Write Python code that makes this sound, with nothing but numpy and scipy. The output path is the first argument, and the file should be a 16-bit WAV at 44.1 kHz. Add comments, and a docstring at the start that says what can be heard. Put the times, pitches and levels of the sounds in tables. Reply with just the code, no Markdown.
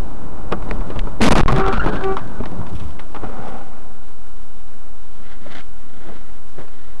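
"""Side-on crash from inside the car

A car runs into the side of a van at a crossing, heard by a small microphone on its windscreen.
Sheet metal crumples and surges of cabin air choke the microphone; a horn sounds twice, a tyre squeals.
The car jolts on and scrapes to a stop, glass crumbs drop, and loose things knock and rustle."""
import sys
import numpy as np
from scipy import signal
from scipy.fft import rfft, irfft, next_fast_len
from scipy.io import wavfile
from scipy.ndimage import map_coordinates

SR = 44100
rng = np.random.default_rng(int(sys.argv[2]) if len(sys.argv) > 2 else 0)


def wrap_up_sound(samples):
    """Save the sound to the file named by the first command line argument, as 16-bit audio."""
    columns = np.atleast_2d(samples).T
    # keep every value between -1 and 1, then stretch to whole-number steps
    tamed = np.clip(columns, -1, 1)
    steps = np.round(tamed * 32767).astype(np.int16)
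    wavfile.write(sys.argv[1], SR, steps)


N = 308700
SPENT_DB_PER_S = 31  # a contact weakens as the cars lose speed

# The cars grind together: head on, along the side, then glancing.
# Each row: start and length in seconds, crumple and body heave levels in dB.
CONTACTS = [(1.217, 0.18, 5.5, -5.5), (1.509, 0.33, -11.5, -12.5), (1.844, 0.28, -21.5, -22.5)]
# Heavy blows to the body. Each row: start in seconds, crunch and clang levels in dB, t60 in seconds.
BLOWS = [(1.207, -12, -17, 0.06), (1.214, 5.5, -4.5, 0.12), (1.308, -1.5, -5, 0.086),
         (1.352, -2.5, -7, 0.17), (1.377, -3, -12, 0.1), (1.405, -2, -8, .05), (1.481, -7, -8, 0.11),
         (1.566, -12.5, -22, 0.076), (1.728, -28, -29, 0.099), (1.862, -6.5, -16, 0.069),
         (1.872, -23, -23, 0.042), (2.168, -38, -6.5, 0.021), (2.402, -32, -24, 0.05)]
# The front end folds. Each row: start and length in seconds, folds per second, level in dB.
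FOLDS = [(1.222, 0.051, 240, 10), (1.329, 0.069, 197, -0.5)]
# The cabin is squeezed and springs back. Each row: start and length in seconds, pressure in full scales.
SURGES = [(0.724, 0.02, -0.24), (0.996, 0.02, -0.4), (1.014, 0.022, .2), (1.214, 0.0585, -2.2),
          (1.290, 0.018, -12), (1.336, 0.018, -5), (1.411, 0.0235, -9), (1.433, .028, 2.4),
          (1.459, 0.0225, -3), (1.508, .016, -1.6), (1.768, .016, .25), (1.782, 0.015, -1.3),
          (1.826, .018, .3), (1.842, 0.0215, -0.58), (1.862, .02, .2)]
# Booms as the cars rebound. Each row: start in seconds, level in dB.
BOOMS = [(1.385, 0), (1.523, -1)]
# Modes of the body shell and the dashboard. Each row: pitch in Hz, level in dB, t60 in seconds.
SHELL_MODES = [(131.6, 3, 0.126), (183, -19, 0.2)]
DASH_MODES = [(211.3, -4, 0.19), (339, 1, 0.079), (440, 8, 0.037), (587, -2.5, 0.076)]
# Single panels buckle. Each row: start in seconds, pitch in Hz, level in dB, t60 in seconds.
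DENTS = [(1.204, 434, -9, .06), (1.481, 1103, -1.5, 0.071), (1.735, 224, -16, 0.25),
         (1.862, 305, -5.5, 0.055), (1.884, 426, -13, 0.17), (1.903, 215, -19, 0.17)]
# Brittle snaps and falling glass crumbs. Each row: start in seconds, level in dB, t60 in seconds.
SNAPS = [(0.991, -18, 0.025), (1.216, -2, 0.2), (1.231, -3, 0.19), (1.319, -10, 0.033), (1.381, -6, 0.043),
         (1.561, -12, 0.017), (1.727, -21.5, 0.15), (1.772, -24, 0.029), (1.838, -31, 0.037),
         (1.887, -22, 0.02), (1.957, -29, 0.1), (2.038, -22.5, 0.061), (2.19, -34, 0.057),
         (5.606, -31, 0.029)]
SHARDS = [(2.304, -53, .04), (2.752, -43, 0.14), (2.798, -45, 0.093), (2.848, -55, .05),
          (2.906, -44, 0.057), (2.994, -41, 0.099), (3.116, -50, .05), (3.243, -50, .04), (3.48, -44, .1)]
# Horn blasts. Each row: start and length in seconds, level in dB, brightness in dB per octave.
HONKS = [(1.554, 0.14, -15.5, 1.5), (2.054, 0.07, -16, 0)]
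# Partials of the horn and the chassis. Each row: multiple of the lowest pitch, relative level in dB.
HORN_HARMONICS = [(1, 7), (2, 0.5), (3, -2), (4, -28), (5, -19.5), (6, -22.5), (7, -25)]
CHASSIS_MODES = [(1, 0.5), (1.65, -4), (2.7, -11), (3.9, -11)]
# Tyre slides. Each row: start and length in seconds, first and last pitch in Hz, level in dB,
# roughness as a share of the pitch.
SKIDS = [(1.603, 0.16, 1252, 1380, -19.5, .11), (1.798, 0.012, 1386, 1448, -16, 0.07),
         (1.818, 0.019, 1476, 1604, -28, 0.082), (1.884, 0.26, 1583, 1455, -31, 0.065),
         (2.201, .19, 1568, 1500, -42, 0.064)]
# Loose trim and belongings strike. Each row: start in seconds, relative level in dB,
# knock and tick trims in dB, t60 of the clack in seconds.
CLACKS = [(0.515, -13, -16, -27, 0.1), (0.523, -2, -11, -15, 0.064), (0.624, -19.5, -24, -12, 0.05),
          (0.688, -22, -7, -16, 0.18), (0.711, 0, -21, -15, 0.022), (0.809, -16, -16, -19.5, 0.065),
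          (0.902, -21.5, -2.5, -11, 0.16), (0.959, -18.5, -7, -14.5, 0.14), (1.071, -15, -11.5, -28, 0.055),
          (2.168, -13, -42, -14, 0.17), (2.436, -15, -22, -16, 0.054), (2.457, -18.5, -15, -7.5, 0.07),
          (2.611, -21, -17, -27, 0.08), (2.666, -27, -33, -9, 0.15), (2.797, -29.5, -19, -4, 0.2),
          (2.993, -20.5, -17, -10, 0.16), (3.146, -16.5, -17, -18, 0.19), (3.161, -27.5, -1.5, -6.5, 0.12),
          (3.233, -19, -4.5, -28, 0.079), (6.681, -32, -18, -6, 0.057)]
# Wheel and suspension jolts. Each row: start in seconds, level in dB, lowest mode in Hz, t60 in seconds.
THUMPS = [(0.521, -6, 196.4, 0.046), (0.809, -35, 111, .12), (0.955, -16, 101, .12),
          (1.863, -15, 192, 0.072), (2.325, -36, 190, .12), (2.4, -15, 94, 0.1), (2.403, -10.5, 237, 0.065),
          (2.515, -23, 180.4, 0.25), (2.583, -14.5, 95, 0.16), (2.608, -22, 192, 0.087),
          (2.715, -16.5, 98.3, .16), (2.737, -13, 71, 0.14), (2.812, -15, 100.5, 0.13),
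          (2.837, -17.5, 70, 0.25), (2.879, -26, 71.5, .18), (3.228, -21, 115, 0.15),
          (3.383, -21, 116.4, .16)]
# Bodywork drags on the asphalt. One row: start and length in seconds, level in dB.
DRAG = (3.22, 0.24, -30)
# Spells of shaking. Each row: start and length in seconds, level in dB.
RATTLES = [(0.64, 0.4, -54), (2.03, 0.098, -48.5), (2.25, 0.64, -57), (3.2, 0.39, -58)]
# Fabric strokes. Each row: peak time and rise in seconds, swish and soft bump levels in dB.
RUSTLES = [(5.21, 0.017, -70, -41), (5.31, 0.093, -44.5, -47), (5.465, 0.087, -46, -43),
           (5.535, 0.05, -40, -39), (5.587, 0.048, -31.5, -36.5), (6.1, 0.099, -53, -44),
           (6.17, 0.37, -48.5, -46), (6.611, 0.041, -47, -33), (6.88, 0.29, -50.5, -50.5)]
# Soft thuds in the standing car. Each row: peak time in seconds, level in dB, rise in seconds.
BUMPS = [(4.73, -45.5, .025), (4.87, -47, 0.028), (5.204, -42, 0.0046), (5.467, -33, .008),
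         (6.06, -38, .012), (6.091, -31, 0.0094), (6.124, -37, 0.013), (6.588, -29.5, 0.0064),
         (6.609, -32.5, 0.011), (6.648, -41, .012)]
# The body lurches on its springs. Each row: peak time in seconds, level in dB.
LURCHES = [(0.02, -15), (0.77, -13.5), (1.0, -14), (2.42, -23), (2.79, -36), (3.28, -30)]
# Fader rides for body sway and road roar, which swell under braking and die as the car stops.
# Each row: time in seconds, level in dB.
SWAY_LEVELS = [(0.3, -31.5), (0.65, -21.5), (1.15, -30), (2.0, -25), (2.25, -35), (2.9, -37), (3.7, -41),
               (4.15, -61)]
ROAR_LEVELS = [(0.42, -31.5), (0.72, -28), (0.97, -27.5), (1.17, -31.5), (2.6, -30), (3.05, -38),
               (3.7, -43.5), (4.15, -52)]

# The tone colour of each source. Each row: frequency in Hz, relative spectral density in dB.
CRUNCH_SPECTRUM = [(40, -19.5), (110, 1), (220, 1.5), (420, -2), (800, -5), (1400, -9.5), (1900, -27),
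                   (3500, -24), (6000, -42.5), (12000, -49.5)]
CLANG_SPECTRUM = [(300, -31), (600, 2.5), (850, -4.5), (1250, 5.5), (1600, -13.5), (2400, -16), (5000, -46)]
TICK_SPECTRUM = [(1000, 6.5), (2000, 14), (3600, 6.5), (5500, -6.5), (11000, -22)]
GLASS_SPECTRUM = [(1200, -26), (2200, 11), (3500, 11), (4600, -3), (5600, 3), (7000, -9), (8900, 0),
                  (11500, -11)]
PLASTIC_SPECTRUM = [(300, -30), (550, -2), (850, 7.5), (1300, 3.5), (1800, -10), (2600, -20.5),
                    (5000, -39.5)]
SCRAPE_SPECTRUM = [(53, -6), (90, -15), (214, 0.5), (334, -5), (429, -1), (668, -4.5), (794, 2), (891, -7),
                   (1440, -8), (1720, -21), (1960, -18.5), (4950, -39), (9000, -46), (11700, -79),
                   (19800, -120)]
FABRIC_SPECTRUM = [(400, -26), (700, 5.5), (1000, 0.5), (1400, 9), (1700, 5), (2050, 7), (2400, -5),
                   (3200, 0.5), (3900, -4), (5000, -13), (6500, -17), (11000, -32)]
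KNOCK_SPECTRUM = [(60, -21), (130, -3), (220, 1), (400, -6), (650, -9), (1500, -45)]
CUSHION_SPECTRUM = [(100, -18), (250, -4), (430, 1.5), (650, -2.5), (1000, -9.5), (1700, -14), (2600, -27),
                    (6000, -47)]
SWAY_SPECTRUM = [(8, -8.5), (22, 4), (42, 1), (60, -12.5), (100, -28), (200, -40), (500, -104)]
ROAD_SPECTRUM = [(41, -44), (75, 4.5), (150, 0), (210, 2), (310, -1.5), (450, -6.5), (700, -7.5), (950, -8),
                 (1380, -13.5), (1650, -24), (2500, -34), (5000, -59), (8000, -55)]
TRAFFIC_SPECTRUM = [(41, -27), (75, 2), (150, -7), (220, 0.5), (340, -10), (430, -4), (550, -10), (680, -6),
                    (1450, -8.5), (1800, -20.5), (3500, -57), (8000, -41)]
FIZZ_SPECTRUM = [(900, -12), (2000, 1), (2700, -0.5), (3500, -0.5), (4700, -7), (8000, -11.5), (11300, -14),
                 (13000, -28)]
HISS_SPECTRUM = [(100, -3), (2000, -1.5), (5000, 3), (10500, 2.5), (11600, 1), (12800, -24), (15000, -40)]
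# Overall tone: nearly flat, with the top treble cut away above about 12 kHz.
# Each row: frequency in Hz, gain in dB.
TREBLE_CUT_EQ = [(20, -2.5), (11200, -4.5), (12400, -17), (15800, -24)]
# What bleeds through the overloaded microphone. Each row: frequency in Hz, gain in dB.
BLEED_EQ = [(200, -22), (1500, -18.5), (6000, -4.5), (11000, 0)]


def crumpling():
    """Sheet metal buckles in a dense crackle between heavy blows that crunch and clang."""
    start, length, crumple_db, _ = np.transpose(CONTACTS)
    crush = held(zip(start, length, crumple_db), attack_s=0.013,
                 sag_db_per_s=SPENT_DB_PER_S, release_db_per_s=240)
    buckling = crush * amp(5.1 * wobble(60)) * grains(rate=1300, spread_db=2)
    blow_s, crunch_db, clang_db, t60 = np.transpose(BLOWS)
    crunch = driven(buckling + bursts(blow_s, crunch_db, t60), CRUNCH_SPECTRUM)
    clang = driven(bursts(blow_s, clang_db, t60), CLANG_SPECTRUM)
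    return crunch + clang


def folding():
    """Crumple zones give way fold by fold and shake the body at an uneven rate."""
    out = np.zeros(N)
    for s, length, rate, db in FOLDS:
        force = held([(s, length, db)], attack_s=0.015, sag_db_per_s=SPENT_DB_PER_S, release_db_per_s=600)
        out += force * np.sin(wavering_phase(rate, depth=0.1488, rate=150))
    return out


def heaving():
    """The low end of the crash: the body heaves just after each contact and booms on the rebound."""
    start, length, _, heave_db = np.transpose(CONTACTS)
    heave = held(zip(start + 0.052, length, heave_db), attack_s=0.028,
                 sag_db_per_s=25, release_db_per_s=260)
    return ringing(BOOMS, SHELL_MODES) + heave * noise(SWAY_SPECTRUM)


def air_surges():
    """Slow pushes of cabin air; the strong ones hit more abruptly and pin the microphone."""
    t, out = clock(), np.zeros(N)
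    for s, length, pressure in SURGES:
        edge_s = 0.0046 / np.sqrt(abs(pressure))
        ramp = np.clip(np.minimum(t - s, s + length - t) / edge_s, 0, 1)
        out += pressure * np.sin(np.pi / 2 * ramp) ** 2
    return out


def dents():
    """Each panel pops through with one short, slightly unsteady note."""
    out = np.zeros(N)
    for s, hz, db, t60 in DENTS:
        age = np.maximum(clock() - s, 0)
        phase = wavering_phase(hz * (age > 0), depth=0.0088, rate=120)
        out += amp(db - np.minimum(60 * age / t60, 200)) * np.sin(phase)
    return out


def snaps():
    """Brittle plastic and glass crack brightly under strain."""
    return driven(bursts(*np.transpose(SNAPS)), TICK_SPECTRUM)


def horn(pitch_hz=386, rasp_db=1.5):
    """A diaphragm buzzes on one steady note; each harmonic flutters a little."""
    phase = wavering_phase(pitch_hz, depth=0.0015, rate=31)
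    partials = []
    for k, db in HORN_HARMONICS:
        flutter = amp(db + rasp_db * wobble(140))
        partials.append((k, flutter * np.sin(k * phase + rng.uniform(0, 2 * np.pi))))
    out = np.zeros(N)
    for s, length, db, bright_db in HONKS:
        tone = sum(amp(bright_db * np.log2(k)) * partial for k, partial in partials)
        blast = held([(s, length, db)], attack_s=0.087, sag_db_per_s=-9, release_db_per_s=420)
        out += blast * unit(tone)
    return out


def tyre_squeal():
    """Tread sticks and slips at a gliding, wavering pitch as the car is pushed sideways."""
    out = np.zeros(N)
    for s, length, first_hz, last_hz, db, roughness in SKIDS:
        glide_hz = np.interp(clock(), [s, s + length], [first_hz, last_hz])
        phase = wavering_phase(glide_hz, depth=roughness, rate=450)
        slide = held([(s, length, db)], attack_s=0.53 * length, sag_db_per_s=16, release_db_per_s=450)
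        out += slide * unit(np.sin(phase))
    return amp(1.9 * wobble(90)) * out


def clacks():
    """Each loose thing lands with a clack of plastic, a low knock in the dashboard and a bright tick."""
    s, db, knock_db, tick_db, t60 = np.transpose(CLACKS)
    plastic = driven(bursts(s, db - 9, t60), PLASTIC_SPECTRUM)
    knock = ringing(zip(s, db + knock_db + 2.5), DASH_MODES)
    tick = driven(bursts(s, db + tick_db - 0.5, 0.4 * t60), TICK_SPECTRUM)
    return plastic + knock + tick


def chassis_thumps():
    """Each jolt rings the chassis on a low note of its own; the higher modes die sooner."""
    out = np.zeros(N)
    for s, db, hz, t60 in THUMPS:
        modes = [(k * hz, level, t60 / np.sqrt(k)) for k, level in CHASSIS_MODES]
        out += ringing([(s, db)], modes, detune=0.03)
    return out


def scrape():
    """Bent bodywork grinds over the asphalt until the car stands."""
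    pressing = held([DRAG], attack_s=0.04, sag_db_per_s=-4.5, release_db_per_s=37)
    judder = amp(1.4 * wobble(40))
    return pressing * judder * driven(grains(rate=3000, spread_db=-0.5), SCRAPE_SPECTRUM)


def shards():
    """Each crumb of glass lands in a tiny spray of bright ticks."""
    spray = bursts(*np.transpose(SHARDS)) * amp(3 * wobble(270))
    return driven(spray, GLASS_SPECTRUM)


def rattle():
    """Small loose bits tick at random while the car shakes."""
    shaking = held(RATTLES, attack_s=0.042, sag_db_per_s=-9.5, release_db_per_s=114)
    return shaking * driven(grains(rate=1200, spread_db=3), FIZZ_SPECTRUM)


def rustle():
    """Fabric slides and bumps softly against the trim; each stroke swells and stops."""
    swish, bump = np.zeros(N), np.zeros(N)
    for s, rise_s, swish_db, bump_db in RUSTLES:
        stroke = swell(s, rise_s, fall_s=0.52 * rise_s)
        swish += amp(swish_db) * stroke
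        bump += amp(bump_db) * stroke
    flutter = amp(2.2 * wobble(70))
    friction = driven(grains(rate=4000, spread_db=-1.5), FABRIC_SPECTRUM)
    return flutter * (swish * friction + bump * noise(KNOCK_SPECTRUM))


def soft_bumps():
    """Soft things nudge the seats and door lining: a rounded rise and a slower fall."""
    nudges = sum(amp(db) * swell(s, rise_s, fall_s=1.44 * rise_s) for s, db, rise_s in BUMPS)
    return nudges * noise(CUSHION_SPECTRUM)


def body_sway(lurch_s=0.053, standing_db=-41):
    """The body sways and lurches on its springs: a deep rumble that sinks to a faint floor."""
    lurching = sum(amp(db) * swell(s, lurch_s, lurch_s) for s, db in LURCHES)
    moving = np.hypot(fader(SWAY_LEVELS), lurching)
    return np.hypot(moving, amp(standing_db)) * noise(SWAY_SPECTRUM)


def road_bed(traffic_db=-45, fizz_over_roar_db=-35, standing_fizz_db=-55):
    """Tyres roar on asphalt under a flickering fizz; dull traffic and faint fizz outlast the stop."""
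    rolling = fader(ROAR_LEVELS)
    drift = amp(0.28 * wobble(18))
    roar = rolling * noise(ROAD_SPECTRUM)
    traffic = amp(traffic_db) * noise(TRAFFIC_SPECTRUM)
    fizz_gain = np.hypot(amp(fizz_over_roar_db) * rolling, amp(standing_fizz_db))
    fizz = fizz_gain * amp(1.25 * wobble(25)) * noise(FIZZ_SPECTRUM)
    return drift * (roar + traffic) + fizz


def amp(db):
    """Decibels to gain."""
    return 10 ** (np.asarray(db) / 20)


def unit(x):
    """Scaled to rms 1."""
    return x / np.sqrt(np.mean(x ** 2) + 1e-20)


def clock():
    """The time of every sample in seconds."""
    return np.arange(N) / SR


def fader(points):
    """Gain that rides through (seconds, dB) points."""
    return amp(np.interp(clock(), *np.transpose(points)))


def held(notes, attack_s, sag_db_per_s, release_db_per_s):
    """Gain of (start, length, dB) notes: fully up at the start, sagging (rising if negative), fading."""
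    t, out = clock(), np.zeros(N)
    for s, length, db in notes:
        attack = np.clip(1 + (t - s) / attack_s, 0, 1) ** 2
        sag_db = sag_db_per_s * np.clip(t - s, 0, length)
        release_db = release_db_per_s * np.maximum(t - s - length, 0)
        out += attack * amp(db - np.minimum(sag_db + release_db, 200))
    return out


def swell(s, rise_s, fall_s):
    """A rounded bump of height one that peaks at time s."""
    t = clock() - s
    width_s = np.where(t < 0, rise_s, fall_s)
    return np.exp(-np.minimum((t / width_s) ** 2, 20))


def wobble(rate):
    """A smooth random curve, rate knots a second."""
    return map_coordinates(rng.standard_normal(int(N * rate / SR) + 4), [clock() * rate])


def wavering_phase(hz, depth, rate):
    """Phase of a tone whose pitch wanders at random; depth is a share of the pitch."""
    return 2 * np.pi * np.cumsum(hz * (1 + depth * wobble(rate))) / SR


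def coloured(x, points):
    """x through a minimum-phase EQ drawn through (Hz, dB) points."""
    size = 2 * next_fast_len(N // 2 + SR // 4)
    hz, db = np.transpose(points)
    gain_db = np.interp(np.log(np.fft.rfftfreq(size, 1 / SR) + 1), np.log(hz), db)
    cepstrum = irfft(np.log(amp(gain_db)))
    cepstrum[1:size // 2] *= 2  # folded forward, so nothing rings ahead of a hit
    cepstrum[size // 2 + 1:] = 0
    return irfft(rfft(x, size) * np.exp(rfft(cepstrum)), size)[:N]


def noise(points):
    """Coloured noise of rms 1."""
    return unit(coloured(rng.standard_normal(N), points))


def grains(rate, spread_db):
    """Tiny random snaps of uneven size, rms 1."""
    clicks = (rng.random(N) < rate / SR) * rng.standard_normal(N)
    return unit(clicks * amp(spread_db * rng.standard_normal(N)))


def driven(force, points):
    """The ring of a body with the given spectrum; a white-noise force keeps its level."""
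    return coloured(force, points) / np.linalg.norm(coloured(signal.unit_impulse(N), points))


def bursts(times, levels_db, decays):
    """Rough contacts: noise that starts at once and dies away."""
    out, t = np.zeros(N + SR), np.arange(SR // 2) / SR
    for s, db, t60 in zip(times, levels_db, decays):
        out[round(s * SR):][:len(t)] += amp(db - 60 * t / t60)
    return out[:N] * rng.standard_normal(N)


def ringing(hits, modes, detune=0.067):
    """Blows (seconds, dB) ring the modes of a body, each time a little differently."""
    out, t = np.zeros(N + SR), np.arange(SR // 2) / SR
    for s, db in hits:
        for hz, level, t60 in modes:
            swing = np.sin(2 * np.pi * hz * rng.normal(1, detune) * t)
            attack = 1 - np.exp(-2 * hz * t)
            decay = amp(db + level + rng.normal(0, 1) - 60 * t / t60)
            out[round(s * SR):][:len(t)] += attack * decay * swing
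    return out[:N]


def scene():
    """The mono mix: air pressure at the windscreen."""
    crash = crumpling() + snaps() + heaving() + folding() + air_surges() + horn() + tyre_squeal()
    bed = body_sway() + road_bed()
    cabin = rattle() + clacks() + chassis_thumps() + scrape() + rustle() + soft_bumps()
    return (crash + bed + cabin + dents() + shards())[None]


def record(dry, upper=0.43, lower=0.32, hardness=5, hiss_db=-59, choke=4, top_hz=16000, offset=-0.316):
    """The hissing microphone clips lopsidedly on a DC offset; treble bleeds through until it chokes."""
    x = dry[0] + amp(hiss_db) * noise(HISS_SPECTRUM)
    rail = np.where(x > 0, upper, lower)
    clipped = x / (1 + np.abs(x / rail) ** hardness) ** (1 / hardness)
    bleed = coloured(np.tanh(x / choke), BLEED_EQ)
    sound = coloured(clipped + bleed, TREBLE_CUT_EQ)
    high_cut = signal.ellip(N=10, rp=0.1, rs=80, Wn=top_hz, fs=SR, output="sos")
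    return signal.sosfilt(high_cut, sound)[None] + offset


dry = scene()
out = record(dry)
wrap_up_sound(out)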